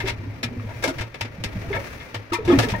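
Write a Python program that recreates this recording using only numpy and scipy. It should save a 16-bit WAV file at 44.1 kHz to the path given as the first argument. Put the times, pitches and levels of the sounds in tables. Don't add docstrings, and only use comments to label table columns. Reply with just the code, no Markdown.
import sys
import numpy as np
from scipy import signal
from scipy.fft import rfft, irfft
from scipy.io import wavfile
from scipy.ndimage import uniform_filter1d

SR = 44100
rng = np.random.default_rng(int(sys.argv[2]) if len(sys.argv) > 2 else 0)


def to_wav(sig):
    pcm = np.clip(np.atleast_2d(sig), -1, 1) * 32767
    pcm = np.round(pcm).astype(np.int16)
    wavfile.write(sys.argv[1], SR, pcm.T)


def gain_from_db(level_db):
    decades = np.asarray(level_db, float) / 20
    return 10 ** decades


N = 123479

# (frequency [Hz], correlation [0-1])
PORT_LIKENESS = [(120, 0.98), (300, 0.59), (700, 0.69), (1500, 0.067)]


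def evened(x):
    return x / np.sqrt(np.mean(x ** 2) + 1e-20)


def read(points, hz):
    f, value = np.transpose(points)
    return np.interp(np.log(hz + 1), np.log(f + 1), value)


def add(mix, start_s, sound):
    part = mix[:, round(start_s * SR):][:, :sound.shape[-1]]
    part += sound[..., :part.shape[1]]


def wavering(hz, depth, smooth, count):
    waver = depth * evened(uniform_filter1d(rng.standard_normal(count), size=smooth))
    return np.cumsum(hz * (1 + waver)) / SR


def port_pair(first, second, hz):
    same = np.clip(read(PORT_LIKENESS, hz), 0, 1).reshape(-1, *[1] * (first.ndim - 1))
    return np.array([first, same * first + np.sqrt(1 - same ** 2) * second])


def resonate(x, hz, width_hz):
    r = np.exp(-np.pi * width_hz / SR)
    return signal.lfilter([1 - r, 0, r - 1], [1, -2 * r * np.cos(2 * np.pi * hz / SR), r * r], x)


def burst(db, length_s, low_db, top_db, rise_s, t60_s, grit_db, ring_db, trim_db):
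    # (frequency [Hz], density [dB per Hz])
    housing = [(180, -14.5), (300, -1), (1140, -9), (2170, -3.5), (4830, -13), (5250, -11.5), (6410, -19.5),
               (13800, -33.5), (16000, -37)]
    # (frequency [Hz], width [Hz], level [dB])
    bowl_modes = [(689, 75, -8), (942.6, 24, 4.5), (1168, 24, -8), (1318, 22, -0.5), (1750, 81, -4),
                  (2172, 54, -5.5), (2635, 77, -10.5), (3533, 86, -6)]
    size, grain = 8192, 64
    t, hz = np.arange(size) / SR, np.fft.rfftfreq(size, 1 / SR)
    grit = gain_from_db(grit_db * np.clip(rng.exponential(1, size // grain), 0, 2.5)).repeat(grain)
    first, second = rfft(rng.standard_normal((2, size)) * grit)
    tilt = [(600, low_db), (2000, 0.0029), (9000, top_db)]
    clicks = evened(irfft(port_pair(first, second, hz) * gain_from_db(read(housing, hz) + read(tilt, hz))))

    after_s = np.maximum(t - length_s, 0)
    held = np.minimum(t / rise_s, 1) * gain_from_db(-3 * np.minimum(t / length_s, 1))
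    decay = gain_from_db(-60 * after_s / t60_s) + gain_from_db(-10 - 60 * after_s / 0.076)
    strike = clicks * held * decay

    ring = np.zeros_like(strike)
    for mode_hz, width_hz, mode_db in bowl_modes:
        gain = gain_from_db(mode_db + rng.uniform(-4.5, 3.7))
        ring += gain * resonate(strike, mode_hz * rng.uniform(0.96, 1.02), width_hz)
    return gain_from_db(db + trim_db) * (strike + gain_from_db(ring_db) * ring)


def lever_clacks(mix):
    # (time [s], peak [dB], rattle length [s], low tilt [dB], top tilt [dB])
    clack_events = [(0.055, -28, 0.031, -9, -5), (0.072, -20.5, .03, -2, 2.5), (0.429, -18, 0.012, -1, 5.5),
                    (0.595, -34.5, 0.0037, -4, -37), (0.838, -13, 0.012, 12, 11.5),
                    (0.874, -20.5, 0.022, 8, 9), (0.983, -25, 0.016, 0, 0), (1.008, -20.5, 0.012, 4.5, 1.5),
                    (1.142, -27.5, 0.01, 3, -2), (1.208, -18.5, 0.0087, -1.5, 3.5),
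                    (1.248, -26.5, 0.0081, 6, -5), (1.437, -19, 0.01, -3.5, 7),
                    (2.143, -20.5, 0.0089, 1.5, 0), (2.331, -21, 0.017, -6, 12),
                    (2.586, -9.5, 0.015, 11.5, 9), (2.685, -23.5, 0.034, 3.5, 6)]
    for start_s, *row in clack_events:
        add(mix, start_s, burst(*row, rise_s=0.0015, t60_s=0.088, grit_db=2.5, ring_db=2.5, trim_db=-8.5))


def splashes(mix):
    # (time [s], peak [dB], length [s], low tilt [dB], top tilt [dB])
    splash_events = [(.001, -20, 0.0067, -4, 1.5), (0.686, -32.5, 0.038, 10, -13),
                     (0.823, -24, 0.033, 5, 11), (1.726, -22.5, 0.03, -9, -19.5),
                     (1.76, -20.5, 0.012, 8, -15), (1.998, -34.5, 0.027, -11, -5),
                     (2.321, -23.5, 0.013, -4, 0), (2.448, -26.5, 0.017, 9.5, 10),
                     (2.474, -21, 0.066, 10, 2.5), (2.52, -29, 0.03, 12.5, 2),
                     (2.619, -20.5, 0.033, -0.5, 8.5), (2.736, -20, 0.017, 10.5, -17)]
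    for start_s, *row in splash_events:
        add(mix, start_s, burst(*row, rise_s=0.0028, t60_s=0.045, grit_db=1.0, ring_db=13, trim_db=-12.0))


def glug(db, hz, swell_s, fade_s):
    t = np.arange(SR // 7) / SR
    sag_octaves = 0.24 * (hz < 210) * (np.minimum(t / 0.05, 1) - 0.3)
    turns = wavering(hz * 2 ** -sag_octaves, 0.055, 150, len(t))
    tone = np.sin(2 * np.pi * turns)
    tone += 0.057 * np.sin(4 * np.pi * turns + 1) + 0.031 * np.sin(6 * np.pi * turns)
    swell = np.sin(np.pi / 2 * np.minimum(t / swell_s, 1)) ** 2
    fade_s = min(abs(fade_s), 0.045)
    fade_db = -20 * (np.maximum(t - swell_s, 0) / fade_s) ** 1.5
    return tone * swell * gain_from_db(db + fade_db)


def glugs(mix):
    # (time [s], peak [dB], pitch [Hz], swell [s], fade to -20 dB [s]: sign ignored, 0.045 at most)
    glug_events = [(.035, -21.5, 386.6, 0.01, 0.4), (0.435, -28.5, 228, 0.003, 5),
                   (0.507, -32.5, 247.5, 0.0094, -1.5), (0.561, -28.5, 238, 0.0087, 0.1),
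                   (0.634, -37, 459, 0.01, .02), (0.85, -24.5, 623, 0.0084, .02),
                   (0.852, -27.5, 343, 0.008, 0.5), (1.379, -30.5, 176, 0.0078, .03),
                   (1.44, -28, 163, 0.0078, .02), (1.551, -25.5, 195, 0.003, .045),
                   (1.635, -35, 680, 0.008, -11), (1.701, -20.5, 384, 0.0073, 0.26),
                   (1.76, -30.5, 532, 0.025, 4.2), (2.318, -19, 346.6, 0.0052, -3),
                   (2.322, -23.5, 956, 0.018, 0.4), (.868, -24.5, 265, 0.013, -7),
                   (2.384, -23, 436, 0.0066, .045), (2.47, -7, 350.4, 0.032, 0.23),
                   (2.524, -7.5, 280, 0.0086, -0.15), (2.538, -14.5, 274, 0.0024, 2),
                   (2.573, -18, 269.5, 0.0076, 4.5), (2.632, -22.5, 471, 0.0038, .03),
                   (2.722, -23, 197.6, 0.0093, 1)]
    for start_s, *row in glug_events:
        add(mix, start_s, glug(*row))


def boom(db, jolt_db, hz, swell_s):
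    t = np.arange(0, 0.35, 1 / SR)
    after_s = np.maximum(t - swell_s, 0)
    shape = np.minimum(t / swell_s, 1) * gain_from_db(-60 * 1.73 * after_s ** 1.272 / 0.35 ** 1.24)
    panel = shape * np.sin(2 * np.pi * hz * t + rng.uniform(0, 2 * np.pi))
    jolt = gain_from_db(jolt_db) * np.sin(2 * np.pi * rng.uniform(58, 80) * t) * gain_from_db(-60 * t / 0.053)
    return gain_from_db(db) * (panel + jolt)


def cabin_booms(mix):
    # (time [s], peak [dB], slow jolt over boom [dB])
    boom_events = [(0.001, -27, -2), (0.04, -26.5, 6), (0.116, -28, 3), (0.187, -26, -5),
                   (0.27, -25.5, -10), (0.443, -24, -21), (0.576, -23.5, -4), (0.658, -28, -10),
                   (0.751, -27, -20), (0.842, -30, -10), (0.961, -32, 7), (1.002, -23, 3),
                   (1.213, -25.5, -9), (1.404, -27.5, 3), (1.459, -29, 9), (1.563, -25, 2), (1.683, -29, 7),
                   (1.749, -27, 6), (2.153, -26.5, -13), (2.313, -33, 6), (2.464, -24.5, -5),
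                   (2.573, -13.5, -2), (2.72, -23, 4)]
    for start_s, *row in boom_events:
        add(mix, start_s, boom(*row, hz=109.9 * rng.uniform(0.916, 1.03), swell_s=0.0093))


def chirp(db, hz, length_s):
    t = np.arange(SR // 16) / SR
    turns = wavering(hz, 0.013, 120, len(t))
    arch = np.sin(np.pi * np.minimum(t / (1.2 * length_s), 1) ** 0.82) ** 2
    return gain_from_db(db) * arch * np.sin(2 * np.pi * turns)


def bubble_chirps(mix):
    # (time [s], peak [dB], pitch [Hz], length [s])
    chirp_events = [(0.254, -35, 268, 0.045), (0.43, -27.5, 4060, 0.0056), (0.436, -23.5, 5160, 0.0049),
                    (.44, -26.5, 3610, 0.0056), (0.441, -28, 2390, 0.0065), (0.595, -36, 1220, 0.0065),
                    (0.634, -32.5, 216.4, 0.028), (0.833, -21, 1640, 0.013), (.838, -27.5, 2300, 0.023),
                    (.836, -23, 537, .024), (0.871, -28.5, 628, 0.045), (.882, -33, 464, 0.029),
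                    (0.883, -28, 1440, 0.015), (0.901, -28, 342, 0.025), (1.234, -36.5, 245, 0.038),
                    (1.726, -38, 913, 0.033), (1.735, -29.5, 648, 0.025), (1.731, -33.5, 2232, 0.019),
                    (1.762, -32, 900, 0.017), (1.765, -26.5, 2210, 0.021), (2.317, -23, 1275, 0.014),
                    (2.322, -27, 1120, .035), (2.336, -28.5, 1820, 0.025), (2.338, -29, 2066, 0.018),
                    (2.345, -26, 2390, 0.021), (2.35, -28.5, 1297, 0.025), (2.478, -30.5, 531, 0.055),
                    (2.483, -29, 967, 0.016), (2.491, -30, 677, 0.07), (2.493, -22, 1264, 0.027),
                    (2.506, -25, 856, 0.026), (2.517, -25.5, 1105, .025), (2.526, -32, 1825, 0.035),
                    (2.522, -31.5, 2470, 0.024), (2.586, -23.5, 545, 0.0166), (2.587, -22.5, 1668, 0.019),
                    (2.641, -22.5, 258, 0.033), (2.657, -30, 428, 0.049), (2.682, -31, 2490, 0.046),
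                    (2.731, -28.5, 961, 0.022), (2.739, -33.5, 588, 0.041), (2.743, -29.5, 1856, 0.018),
                    (1.72, -28.5, 411, 0.036), (2.505, -33.5, 3260, 0.031)]
    for start_s, *row in chirp_events:
        add(mix, start_s, chirp(*row))


def patchy(colour, level_db, bright_db, patchy_db, flicker_db):
    size, hop = 1024, 256
    frames, hz = N // hop + 5, np.fft.rfftfreq(size, 1 / SR)
    a, b, c, d, patches = rng.standard_normal((frames, len(hz), 5)).T
    noise = port_pair(a + 1j * b, c + 1j * d, hz)
    patches = evened(uniform_filter1d(uniform_filter1d(patches, 6, 0), 8, 1))
    field_db = read(colour, hz)[:, None] + patchy_db * patches + flicker_db * rng.standard_normal(frames)
    bright_share = read([(4000, 0.11), (8500, 0.65), (12500, 0.6), (15500, 0.6)], hz)
    field_db = field_db + np.outer(bright_share, bright_db(np.arange(frames) * hop / SR))
    x = signal.istft(noise * gain_from_db(field_db), nperseg=size, noverlap=size - hop)[1][:, :N]
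    return evened(x) * gain_from_db(level_db(np.arange(N) / SR))


def valve_hiss():
    # (time [s], hiss [dB], brightness [dB])
    flow = [(0, -41, -1), (.2, -51, -3.5), (.55, -51.5, -0.5), (.8, -47.5, 8), (0.959, -49, 6),
            (1.1, -52.5, -2), (1.38, -51, -3), (1.62, -45, 3), (1.85, -43, 8), (2.029, -49, 6.5),
            (2.28, -50, -6), (2.44, -47.5, -8), (2.55, -38, 4), (2.8, -47.5, 7)]
    # (frequency [Hz], density [dB per Hz])
    hiss_colour = [(290, -4.5), (631, -1), (870, -8), (2360, -2.5), (2980, -12.5), (6000, -19.5),
                   (7500, -31.5), (15500, -31)]
    s, db, bright = np.transpose(flow)
    return patchy(hiss_colour, lambda t: np.interp(t, s, db) + 4.0,
                  lambda t: np.interp(t, s, bright) + 5, patchy_db=0.0, flicker_db=2.5)


def hose_gurgle():
    # (time [s], level [dB])
    slosh = [(0, -33), (.3, -38.5), (.7, -40), (1.05, -39.5), (1.13, -50.5), (1.36, -44), (1.42, -39),
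             (1.75, -35), (1.9, -41.5), (2.2, -42), (2.29, -53), (2.45, -33.5), (2.48, -26), (2.66, -30),
             (2.8, -33.5)]
    # (frequency [Hz], density [dB per Hz])
    gurgle_colour = [(8.8, -35), (15, -14), (103, 5.5), (172, -7.5), (267, -2), (321, -6), (1200, -22),
                     (1560, -60)]
    s, db = np.transpose(slosh)
    return patchy(gurgle_colour, lambda t: np.interp(t, s, db), np.zeros_like, patchy_db=2.1, flicker_db=1.1)


def cabin(x):
    # (frequency [Hz], t60 [s])
    cabin_t60 = [(300, 0.41), (8000, 0.011)]
    # (frequency [Hz], echo over direct [dB])
    echo_level = [(100, -27.5), (400, -7)]
    taps = np.zeros((2, SR // 2))
    at = np.arange(80, SR // 2 - 20, 20) + rng.integers(0, 20, (2, (SR // 2 - 81) // 20))
    np.put_along_axis(taps, at, rng.choice([-1., 1.], at.shape), 1)
    hz, t, z = signal.stft(taps, SR, nperseg=256)
    t60_s = read(cabin_t60, hz)[:, None]
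    gain = gain_from_db(-60 * t / t60_s + read(echo_level, hz)[:, None]) / np.sqrt(150 * t60_s)
    tail = signal.istft(z * gain, SR, nperseg=256)[1]
    return signal.fftconvolve(x, tail, axes=1)[:, :N]


def ports(x):
    # (frequency [Hz], left minus right [dB])
    left_lean = [(60, 1), (180, -1.5), (550, -0.5), (1650, 8), (4970, 2.5), (15000, -4.5)]
    lag_s, lag_from_hz = 23 / 44100, 1300
    hz = np.fft.rfftfreq(N, 1 / SR)
    lag = np.exp(-2j * np.pi * hz * lag_s / (1 + (lag_from_hz / (hz + 1)) ** 6))
    lean = gain_from_db(read(left_lean, hz) / 2)
    return irfft(rfft(x) * np.array([lag * lean, 1 / lean]), N)


def scene():
    mix = valve_hiss() + hose_gurgle()
    lever_clacks(mix)
    splashes(mix)
    glugs(mix)
    cabin_booms(mix)
    bubble_chirps(mix)
    return ports(mix + cabin(mix))


def roll_off(x):
    return signal.sosfilt(signal.butter(12, 16560, fs=SR, output="sos"), x)


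def record(dry):
    edge = signal.firwin(767, 15800, fs=SR)
    mix = signal.oaconvolve(dry, edge[None], "same")
    return roll_off(mix)


dry = scene()
out = record(dry)
to_wav(out)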